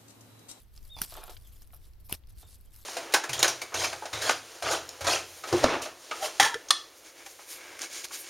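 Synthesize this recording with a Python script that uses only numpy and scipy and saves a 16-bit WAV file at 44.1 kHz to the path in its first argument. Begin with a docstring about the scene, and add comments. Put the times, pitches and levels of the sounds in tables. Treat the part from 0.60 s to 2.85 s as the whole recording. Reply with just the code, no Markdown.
"""Two flower heads are picked by hand, close to the microphone, in an open field.
Each stem creaks as it slips under the pull, snaps with a bright crack and a thump, and tears free.
Leaves fizz, tick and squeak against the fingers, petals brush the palm, bending stalks click,
and the jostled plant gives hollow knocks. A small bird whistles one chirp nearby and a few faint
ones sound far off, over a low wind rumble and the quiet hiss of open air."""
import sys
import numpy as np
from scipy import signal
from scipy.fft import rfft, irfft
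from scipy.io import wavfile
from scipy.ndimage import uniform_filter1d

SR = 44100
rng = np.random.default_rng(int(sys.argv[2]) if len(sys.argv) > 2 else 0)


def int16_out(signal):
    """Quantize to a 16-bit WAV file."""
    q = np.round(np.clip(np.atleast_2d(signal).T, -1, 1) * 32767)
    wavfile.write(sys.argv[1], SR, q.astype(np.int16))


N = 99225

LEAF_PAN_DB = 0.5
# how alike close sounds are in left and right: freq_hz, correlation
CLOSE_IMAGE = [(60, 0.8), (500, 0.97), (2000, 1), (5000, 0.882), (9000, .6), (13000, 0.17)]


def picks():
    """Each stem slips in jerks, snaps with a thump, tears its last fibres, and the stalk sways."""
    # one row a flower: snap_s, crack_db, crack_s, thump_db, pull_s, pull_db, jerk_db,
    # tear_s, tear_db, pan_db, thump_hz
    flowers = [(0.4164, -23.5, 0.0027, -40, .0522, -47.5, 8, 0.036, -53, -1.5, 215),
               (1.5255, -21, 0.0013, -33.5, .034, -50, -0.5, .027, -48, 1.5, 374)]
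    # ringing pitches of each snap, including the microphone's bright treble peaks:
    # pitch_hz, width_hz, level_db
    snap_pitches = [
        [(1335, 380, -3), (2835, 220, -5), (4440, 240, -6), (5790, 340, -1.5), (8570, 490, -4),
         (10170, 340, 2.5), (12110, 230, 6), (13100, 300, 6)],
        [(2545, 145, 1.5), (2894, 230, 5.5), (4220, 200, -10), (5360, 240, -7), (8570, 250, -6.5),
         (9330, 250, 0.5), (10050, 300, 4), (11800, 340, -2), (13080, 230, 6), (13030, 170, -1)],
    ]
    # tone of the stretched stem and of the tearing fibres: freq_hz, level_db
    pull_eq = [(60, 14), (180, 3), (450, -5), (850, 7.5), (1150, 3.5), (1600, -20), (2350, 2),
               (3500, -13.5), (5000, 0), (7000, -25), (10200, -9), (11500, -13), (13000, -13), (16000, -22)]
    tear_eq = [(80, -4), (250, 1), (700, -0.5), (1800, -9.5), (2800, -5.5), (5500, -1), (7000, -17),
               (10000, -4), (13000, -15), (16000, -40)]
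    slips_per_s, thump_lead_s, sway_hz, sway_s = 145.34, 0.00106, 73.9, 0.015
    out, t = np.zeros((2, N)), np.arange(SR // 8) / SR
    sway = t / sway_s * np.exp(1 - t / sway_s) * np.sin(2 * np.pi * sway_hz * t)
    for flower, pitches in zip(flowers, snap_pitches):
        (snap_s, crack_db, crack_s, thump_db, pull_s, pull_db, jerk_db,
         tear_s, tear_db, pan_db, thump_hz) = flower
        pull = crackle(round(pull_s * SR), per_s=3700, spread_db=3, clump_db=-2, clump_hz=200, hiss=0.33)
        slips = np.cumsum(slips_per_s * (1 + 0.059 * drift(pull.shape[1], hz=81))) / SR
        creak = unit(pull * amp(jerk_db * np.sin(2 * np.pi * (slips - .15))))
        tear = crackle(round(tear_s * SR), per_s=3600, spread_db=4.5, clump_db=-1, clump_hz=197,
                       hiss=0.66)
        tear = patchy(tear, depth_db=2.5)
        add(out, snap_s - pull_s, amp(pull_db) * colour(fade(creak, .1), pull_eq), pan_db)
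        add(out, snap_s, amp(tear_db) * colour(fade(tear, .1), tear_eq))
        add(out, snap_s, amp(crack_db) * snap(crack_s, pitches), pan_db)
        add(out, snap_s - thump_lead_s, amp(thump_db) * thump(t, thump_hz), pan_db)
        add(out, snap_s, amp(thump_db - 9) * sway)
    return out


def snap(length_s, pitches):
    """The fibres give way within milliseconds: a splintering crack with a brief, bright ring."""
    # tone of the splintering: freq_hz, level_db
    splinter_eq = [(150, 10), (500, -28), (1800, -19), (3000, 1.5), (7000, -24), (9500, -3), (13500, 8.5),
                   (16000, -6)]
    rise_s, fall_s, tail_s = 0.0006, 0.0001, 0.00357
    t = np.arange(2048) / SR
    after = np.maximum(t - length_s, 0)
    envelope = np.minimum(t / rise_s, 1) * (np.exp(-after / fall_s) + amp(-14) * np.exp(-after / tail_s))
    ring = 0
    for hz, width_hz, db in pitches:
        phase_gap = np.arccos(np.clip(curve_at(CLOSE_IMAGE, hz), -1, 1)) * rng.choice([-1, 1])
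        # a wandering phase widens the tone into a narrow band
        wander = np.cumsum(rng.standard_normal(len(t))) * np.sqrt(.6 * np.pi * width_hz / SR)
        phase = 2 * np.pi * (hz * t + rng.random()) + wander + phase_gap * np.array([[.5], [-.5]])
        ring = ring + amp(db) * np.sqrt(width_hz) * np.sin(phase)
    splinters = colour(burst(envelope), splinter_eq)[:, :len(t)]
    return unit(ring) * envelope + amp(-9) * splinters


def thump(t, hz):
    """The released stem kicks the fingers: a low push and a brief dull ring."""
    push_s, ring_s = 0.00079, 0.0052
    push = (t / push_s - 2) * t / push_s * np.exp(1 - t / push_s)
    return push - amp(-6.5) * np.exp(-t / ring_s) * np.sin(2 * np.pi * hz * t)


def rustle():
    """Leaves and petals slide over the fingers: a bright fizz, fuller when pressed."""
    # level ride of the rustle, in four stretches: time_s, level_db
    ride = [
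        [(0.0, -56), (0.03, -69), (0.1, -79), (0.136, -66.5), (0.172, -58.5), (0.218, -69), (0.226, -62.5),
         (0.28, -58), (0.318, -70.5), (0.386, -56), (0.41, -49)],
        [(0.425, -39.5), (0.47, -53), (0.535, -49), (0.655, -60.5), (0.667, -51), (0.691, -63), (0.699, -49),
         (0.789, -65.5), (0.893, -59), (0.909, -66.5), (0.931, -58.5), (0.945, -64.5), (1.0, -65.5)],
        [(1.0, -67), (1.022, -57.5), (1.064, -74.5), (1.076, -65), (1.096, -74), (1.14, -67), (1.185, -70.5),
         (1.262, -60.5), (1.296, -70.5), (1.392, -87), (1.402, -64), (1.422, -77), (1.454, -65), (1.482, -76),
         (1.49, -53)],
        [(1.55, -47), (1.558, -55.5), (1.646, -98), (1.7, -62), (1.746, -75.5), (1.798, -60.5), (1.846, -65),
         (1.926, -60), (2.0, -72), (2.012, -64), (2.036, -74), (2.058, -65), (2.094, -76), (2.144, -57.5),
         (2.25, -62.5)],
    ]
    # tone of the fine fizz and of the body that firm contact adds: freq_hz, level_db
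    fizz_eq = [(200, -23.5), (900, -11), (2000, -13), (3600, -4), (4600, -2), (5700, -3.5), (7000, -6.5),
               (8200, -3), (9200, -3), (10200, 2), (11300, -1.5), (12400, 2.5), (13150, 5), (14200, -4),
               (16000, -19)]
    body_eq = [(150, -3), (350, -4), (1000, 1), (1900, -1.5), (3500, -1.5), (5000, -3.5), (8000, -0.5),
               (16000, -22)]
    firm_db, body_growth = -42.5, 1.155
    db = np.interp(np.arange(N) / SR, *np.concatenate(ride).T)
    grains = crackle(N, per_s=2100, spread_db=2, clump_db=2, clump_hz=114, hiss=0.6)
    fizz = colour(patchy(grains, depth_db=4) * amp(db), fizz_eq)
    friction = crackle(N, per_s=1500, spread_db=-0.5, clump_db=1.5, clump_hz=106, hiss=0.73)
    body_db = firm_db - 7.5 + body_growth * (db - firm_db)
    body = colour(friction * amp(body_db), body_eq)
    return (pan(fizz, LEAF_PAN_DB) + body)[:, :N]


def squeaks():
    """A waxy leaf rubs on skin with a thin, high rasp."""
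    # leaf strokes: start_s, length_s, level_db
    strokes = [(1.126, 0.057, -58.5), (1.44, 0.046, -58.5), (1.485, 0.041, -59)]
    # tone of the rasp: freq_hz, level_db
    squeak_eq = [(3000, -42), (5300, -9), (5850, -11), (6500, -28), (9300, -26), (10050, 2), (11200, -24),
                 (12400, -13), (13100, 6), (14200, -9), (16000, -25)]
    return rubs(strokes, squeak_eq)


def petals():
    """Petals brush the palm with a soft hiss."""
    # petal strokes: start_s, length_s, level_db
    strokes = [(1.77, 0.067, -59), (1.865, .11, -59.5)]
    # tone of the hiss: freq_hz, level_db
    petal_eq = [(1500, -22), (4500, 0.5), (6500, -5), (9500, 3), (13000, -6), (16000, -24)]
    return rubs(strokes, petal_eq)


def rubs(strokes, eq):
    """Each stroke over the skin is a short swell of grainy friction."""
    out = np.zeros((2, N))
    for start_s, length_s, db in strokes:
        rub = crackle(round(length_s * SR), per_s=2000, spread_db=-3.5, clump_db=2, clump_hz=150,
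                      hiss=0.36)
        add(out, start_s, amp(db) * colour(fade(rub, .5), eq), LEAF_PAN_DB)
    return out


def ticks():
    """Single leaves and stalks flick free: a sharp puff of noise with a faint tail."""
    # flicks: start_s, level_db, brightness_db, pan_db
    flicks = [(0.139, -50, 26, -4), (0.3874, -28.5, -14, -3.5), (0.4156, -33, -27, -16),
              (0.4373, -25.5, -7, 0), (0.446, -35, 8, -2.5), (0.5403, -31, -7, -1), (0.6387, -28, 24, 2),
              (1.074, -44, 11, 5), (1.1252, -41, 34, 2), (1.1385, -36.5, 37, 4), (1.1467, -40, 41, -1),
              (1.335, -48, -8, -1.5), (1.4953, -30.5, 31, 3), (1.542, -27, -2, -1), (1.5457, -29, 14, 2),
              (1.5496, -33, -11, 1), (1.672, -45, 5, 1), (1.687, -52, -18, 2), (1.696, -45.5, 26, 6),
              (1.7746, -45.5, -1, 5.5), (2.0104, -43, 33, 4), (2.162, -36, 5, 3)]
    # tone of a tick before its brightness tilt: freq_hz, level_db
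    tick_eq = [(200, 2), (1000, -23.5), (1900, -3), (3400, -1.5), (5500, 7), (7000, -10.5), (10300, 5),
               (13200, 5), (16000, -8)]
    decay_s, tail_s, trim_db = 0.0014, 0.0042, -9.5
    out, t = np.zeros((2, N)), np.arange(SR // 40) / SR
    envelope = np.exp(-t / decay_s) + amp(-16) * np.exp(-t / tail_s)
    for start_s, db, bright_db, pan_db in flicks:
        tilted = [(hz, level + bright_db * np.clip(np.log2(hz / 5000), -1, 1) / 2)
                  for hz, level in tick_eq]
        add(out, start_s, amp(db + trim_db) * colour(burst(envelope), tilted), pan_db)
    return out


def clicks():
    """A bending stalk gives a short woody click."""
    # bends: start_s, level_db, pitch_ratio, decay_s
    bends = [(0.1768, -37, 1.3, 0.0012), (0.7672, -38, 0.89, 0.0032), (1.1044, -54, 0.51, 0.003),
             (1.522, -29.5, 1.4, 0.0014), (1.538, -32, 0.75, 0.0009), (1.637, -47.5, 0.89, 0.00062)]
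    # tone of a stalk's click: freq_hz, level_db
    stalk_eq = [(300, -27), (1200, -10.5), (1800, -7), (2250, -2), (2950, -5.5), (3500, 2.5), (4000, 1),
                (5500, -6), (7000, -19), (16000, -29)]
    trim_db = -7
    out, t = np.zeros((2, N)), np.arange(SR // 30) / SR
    for start_s, db, ratio, decay_s in bends:
        shifted = [(hz * ratio, level) for hz, level in stalk_eq]
        add(out, start_s, amp(db + trim_db) * colour(burst(np.exp(-t / decay_s)), shifted))
    return out


def knocks():
    """The jostled plant gives soft hollow knocks, each with a dull tap and a trailing scuff."""
    # hits: start_s, level_db, tilt_db_per_octave
    hits = [(0.523, -38.5, 1), (0.553, -38, 4), (0.5725, -32.5, -1), (0.583, -44.5, -8),
            (0.6175, -42.5, 11), (0.633, -38, 7.5), (0.679, -41, 9), (0.695, -39.5, -9), (0.709, -44, -9),
            (1.133, -48, 6), (1.829, -48.5, -3)]
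    # modes of the hollow ring: pitch_hz, level_db, t60_s
    modes = [(333, -12.5, 0.15), (459, -5.5, 0.12), (628, -1, 0.12), (726.5, 3.5, 0.086), (864, -1.5, 0.1),
             (1117, -4.5, 0.13), (1270, 0, 0.045), (1388, -3.5, 0.077), (2420, -15.5, 0.068)]
    # tone of the tap and scuff: freq_hz, level_db
    scuff_eq = [(150, -22), (400, 2.5), (800, 2.5), (1400, -2), (2100, -10.5), (3700, -4), (6000, -21.5),
                (16000, -37)]
    pivot_hz, ring_db, attack_s, tap_s, scuff_s = 800, -15.5, 0.0004, 0.002, 0.032
    out, t = np.zeros((2, N)), np.arange(SR // 5) / SR
    contact = amp(-8.5) * np.exp(-t / tap_s) + amp(-14.5) * np.exp(-t / scuff_s)
    for start_s, db, tilt in hits:
        ring = 0
        for hz, mode_db, t60_s in modes:
            decay = amp(mode_db + tilt * np.log2(hz / pivot_hz) - 60 * t / t60_s)
            ring = ring + decay * np.sin(2 * np.pi * (hz * t + rng.random()))
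        add(out, start_s, amp(db + ring_db) * ring * np.minimum(t / attack_s, 1))
        add(out, start_s, amp(db) * colour(burst(contact), scuff_eq))
    return out


def birds():
    """One arched chirp nearby and a few faint, fluttering ones far off."""
    # contour of the near chirp: time_s, pitch_hz, level_db
    chirp = [(0.292, 3190, -71), (0.303, 3630, -56.5), (0.313, 3716, -53.5), (0.325, 3715, -47),
             (0.338, 3630, -54.5), (0.351, 3586, -45), (0.364, 3540, -56), (0.378, 3400, -55),
             (0.407, 3490, -61)]
    # distant calls: start_s, length_s, start_hz, end_hz, level_db
    far_calls = [(0.834, 0.047, 3720, 3060, -67.5), (1.804, 0.098, 3610, 3650, -68.5),
                 (2.055, 0.036, 3220, 3140, -75.5)]
    out = np.zeros((2, N))
    add(out, chirp[0][0], whistle(chirp))
    for start_s, length_s, start_hz, end_hz, db in far_calls:
        note = whistle([(start_s, start_hz, db), (start_s + length_s, end_hz, db)])
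        flutter = unit(1 + drift(len(note), hz=250))
        add(out, start_s, fade(note, .5) * flutter)
    return out


def whistle(contour):
    """A bird's pure gliding note."""
    times, hz, db = np.transpose(contour)
    t = np.arange(times[0], times[-1], 1 / SR)
    phase = 2 * np.pi * np.cumsum(np.interp(t, times, hz)) / SR
    return np.sqrt(2) * amp(np.interp(t, times, db)) * np.sin(phase)


def field():
    """Light wind rumbles on the microphone under the hiss of open air."""
    # swell of the wind: time_s, gain_db
    gusts = [(0, -1.5), (0.12, -4), (0.22, 3.5), (0.4, 0.5), (0.87, 3), (1.03, -1), (1.17, 2), (1.85, 0.5),
             (2.0, -1)]
    # tone of the wind and of still air: freq_hz, level_db
    wind_eq = [(10, -3), (25, 4), (38, -4), (52, 4), (66, -7), (88, -4), (125, -18.5), (200, -30.5),
               (400, -35.5), (1000, -51.5)]
    air_eq = [(100, 12.5), (300, 3), (500, 0.5), (1000, -5), (2000, -8), (3300, -10.5), (4900, -11),
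              (7000, -20), (9000, -34), (10100, -30), (11500, -13.5), (13100, -6), (14300, -18),
              (16000, -21)]
    gust_db = np.interp(np.arange(N) / SR, *np.transpose(gusts))
    return amp(-52 + gust_db) * noise_bed(wind_eq) + amp(-67) * noise_bed(air_eq)


def noise_bed(eq):
    """Steady outdoor noise, wide in the treble, rms 1."""
    # how alike the ambience is in left and right: freq_hz, correlation
    field_image = [(25, 0.4), (100, 0.93), (600, 0.55), (3000, 0.45), (7000, 0.041), (14000, 0)]
    noise = stereo(rng.standard_normal((2, N)), field_image)
    return unit(irfft(rfft(noise) * amp(curve_at(eq, np.fft.rfftfreq(N, 1 / SR))), N))


def crackle(count, per_s, spread_db, clump_db, clump_hz, hiss):
    """Clumped tiny fractures of uneven size over a little smooth friction."""
    sizes = amp(spread_db * np.minimum(rng.exponential(1, N), 3))
    fractures = sizes * (rng.random(N) < per_s / SR)
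    grains = (unit(fractures) + hiss) * rng.standard_normal((2, N))
    clumps = amp(clump_db * drift(count, clump_hz))
    return unit(stereo(grains[:, :count] * clumps, CLOSE_IMAGE))


def patchy(x, depth_db, size=256):
    """Each brief contact favours its own pitches."""
    frames = signal.stft(x, nperseg=size)[2]
    patches = uniform_filter1d(rng.standard_normal(frames.shape[1:]), size=4, axis=0)
    patches = unit(uniform_filter1d(patches, size=5, axis=1))
    return unit(signal.istft(frames * amp(depth_db * patches), nperseg=size)[1][:, :x.shape[1]])


def burst(envelope):
    """A short puff of noise with the energy of its envelope."""
    puff = stereo(rng.standard_normal((2, len(envelope))) * envelope, CLOSE_IMAGE)
    return unit(puff) * np.sqrt(np.mean(envelope ** 2))


def drift(count, hz):
    """A smooth random wobble, rolling off above hz."""
    lowpass = np.exp(-(np.fft.rfftfreq(N, 1 / SR) / hz) ** 2)
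    return unit(irfft(rfft(rng.standard_normal(N)) * lowpass, N))[:count]


def colour(x, eq, size=4096):
    """Minimum-phase EQ of unit energy."""
    log_gain = np.log(amp(curve_at(eq, abs(np.fft.fftfreq(size, 1 / SR)))))
    taps = np.fft.ifft(np.exp(np.conj(signal.hilbert(log_gain)))).real[:size // 2]
    return signal.fftconvolve(x, taps[None] / np.linalg.norm(taps), axes=1)


def stereo(pair, image):
    """Blends two unrelated signals as mid and side to the given left-right correlation."""
    count = pair.shape[1]
    alike = np.clip(curve_at(image, np.fft.rfftfreq(count, 1 / SR)), -1, 1)
    mid, side = rfft(pair) * np.sqrt([(1 + alike) / 2, (1 - alike) / 2])
    return irfft([mid + side, mid - side], count)


def curve_at(points, hz):
    """Reads a curve on a log-frequency axis."""
    freqs, values = np.transpose(points)
    return np.interp(np.log(hz + 1), np.log(freqs + 1), values)


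def add(mix, start_s, sound, pan_db=0):
    """Mixes a sound in at a time and a place."""
    part = mix[:, max(round(start_s * SR), 0):][:, :sound.shape[-1]]
    part += pan(sound, pan_db)[:, :part.shape[1]]


def pan(x, db):
    """Sets the left channel db above the right."""
    return x * amp([[db / 2], [-db / 2]])


def fade(x, share):
    """Fades in and out; the two fades together take this share of the length."""
    return x * signal.windows.tukey(x.shape[-1], share)


def amp(db):
    """Decibels to gain."""
    return 10 ** (np.asarray(db) / 20)


def unit(x):
    """Scales to rms 1."""
    return x / np.sqrt(np.mean(x ** 2) + 1e-20)


def scene():
    """The hands at work up close, the birds and the field behind."""
    return picks() + rustle() + squeaks() + petals() + ticks() + clicks() + knocks() + birds() + field()


def record(dry):
    """The recorder's band limit: a steep low-pass at 16.2 kHz."""
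    lowpass = signal.firwin(255, 16200, window=("kaiser", 9), fs=SR)
    return signal.oaconvolve(dry, lowpass[None], "same")


dry = scene()
out = record(dry)
int16_out(out)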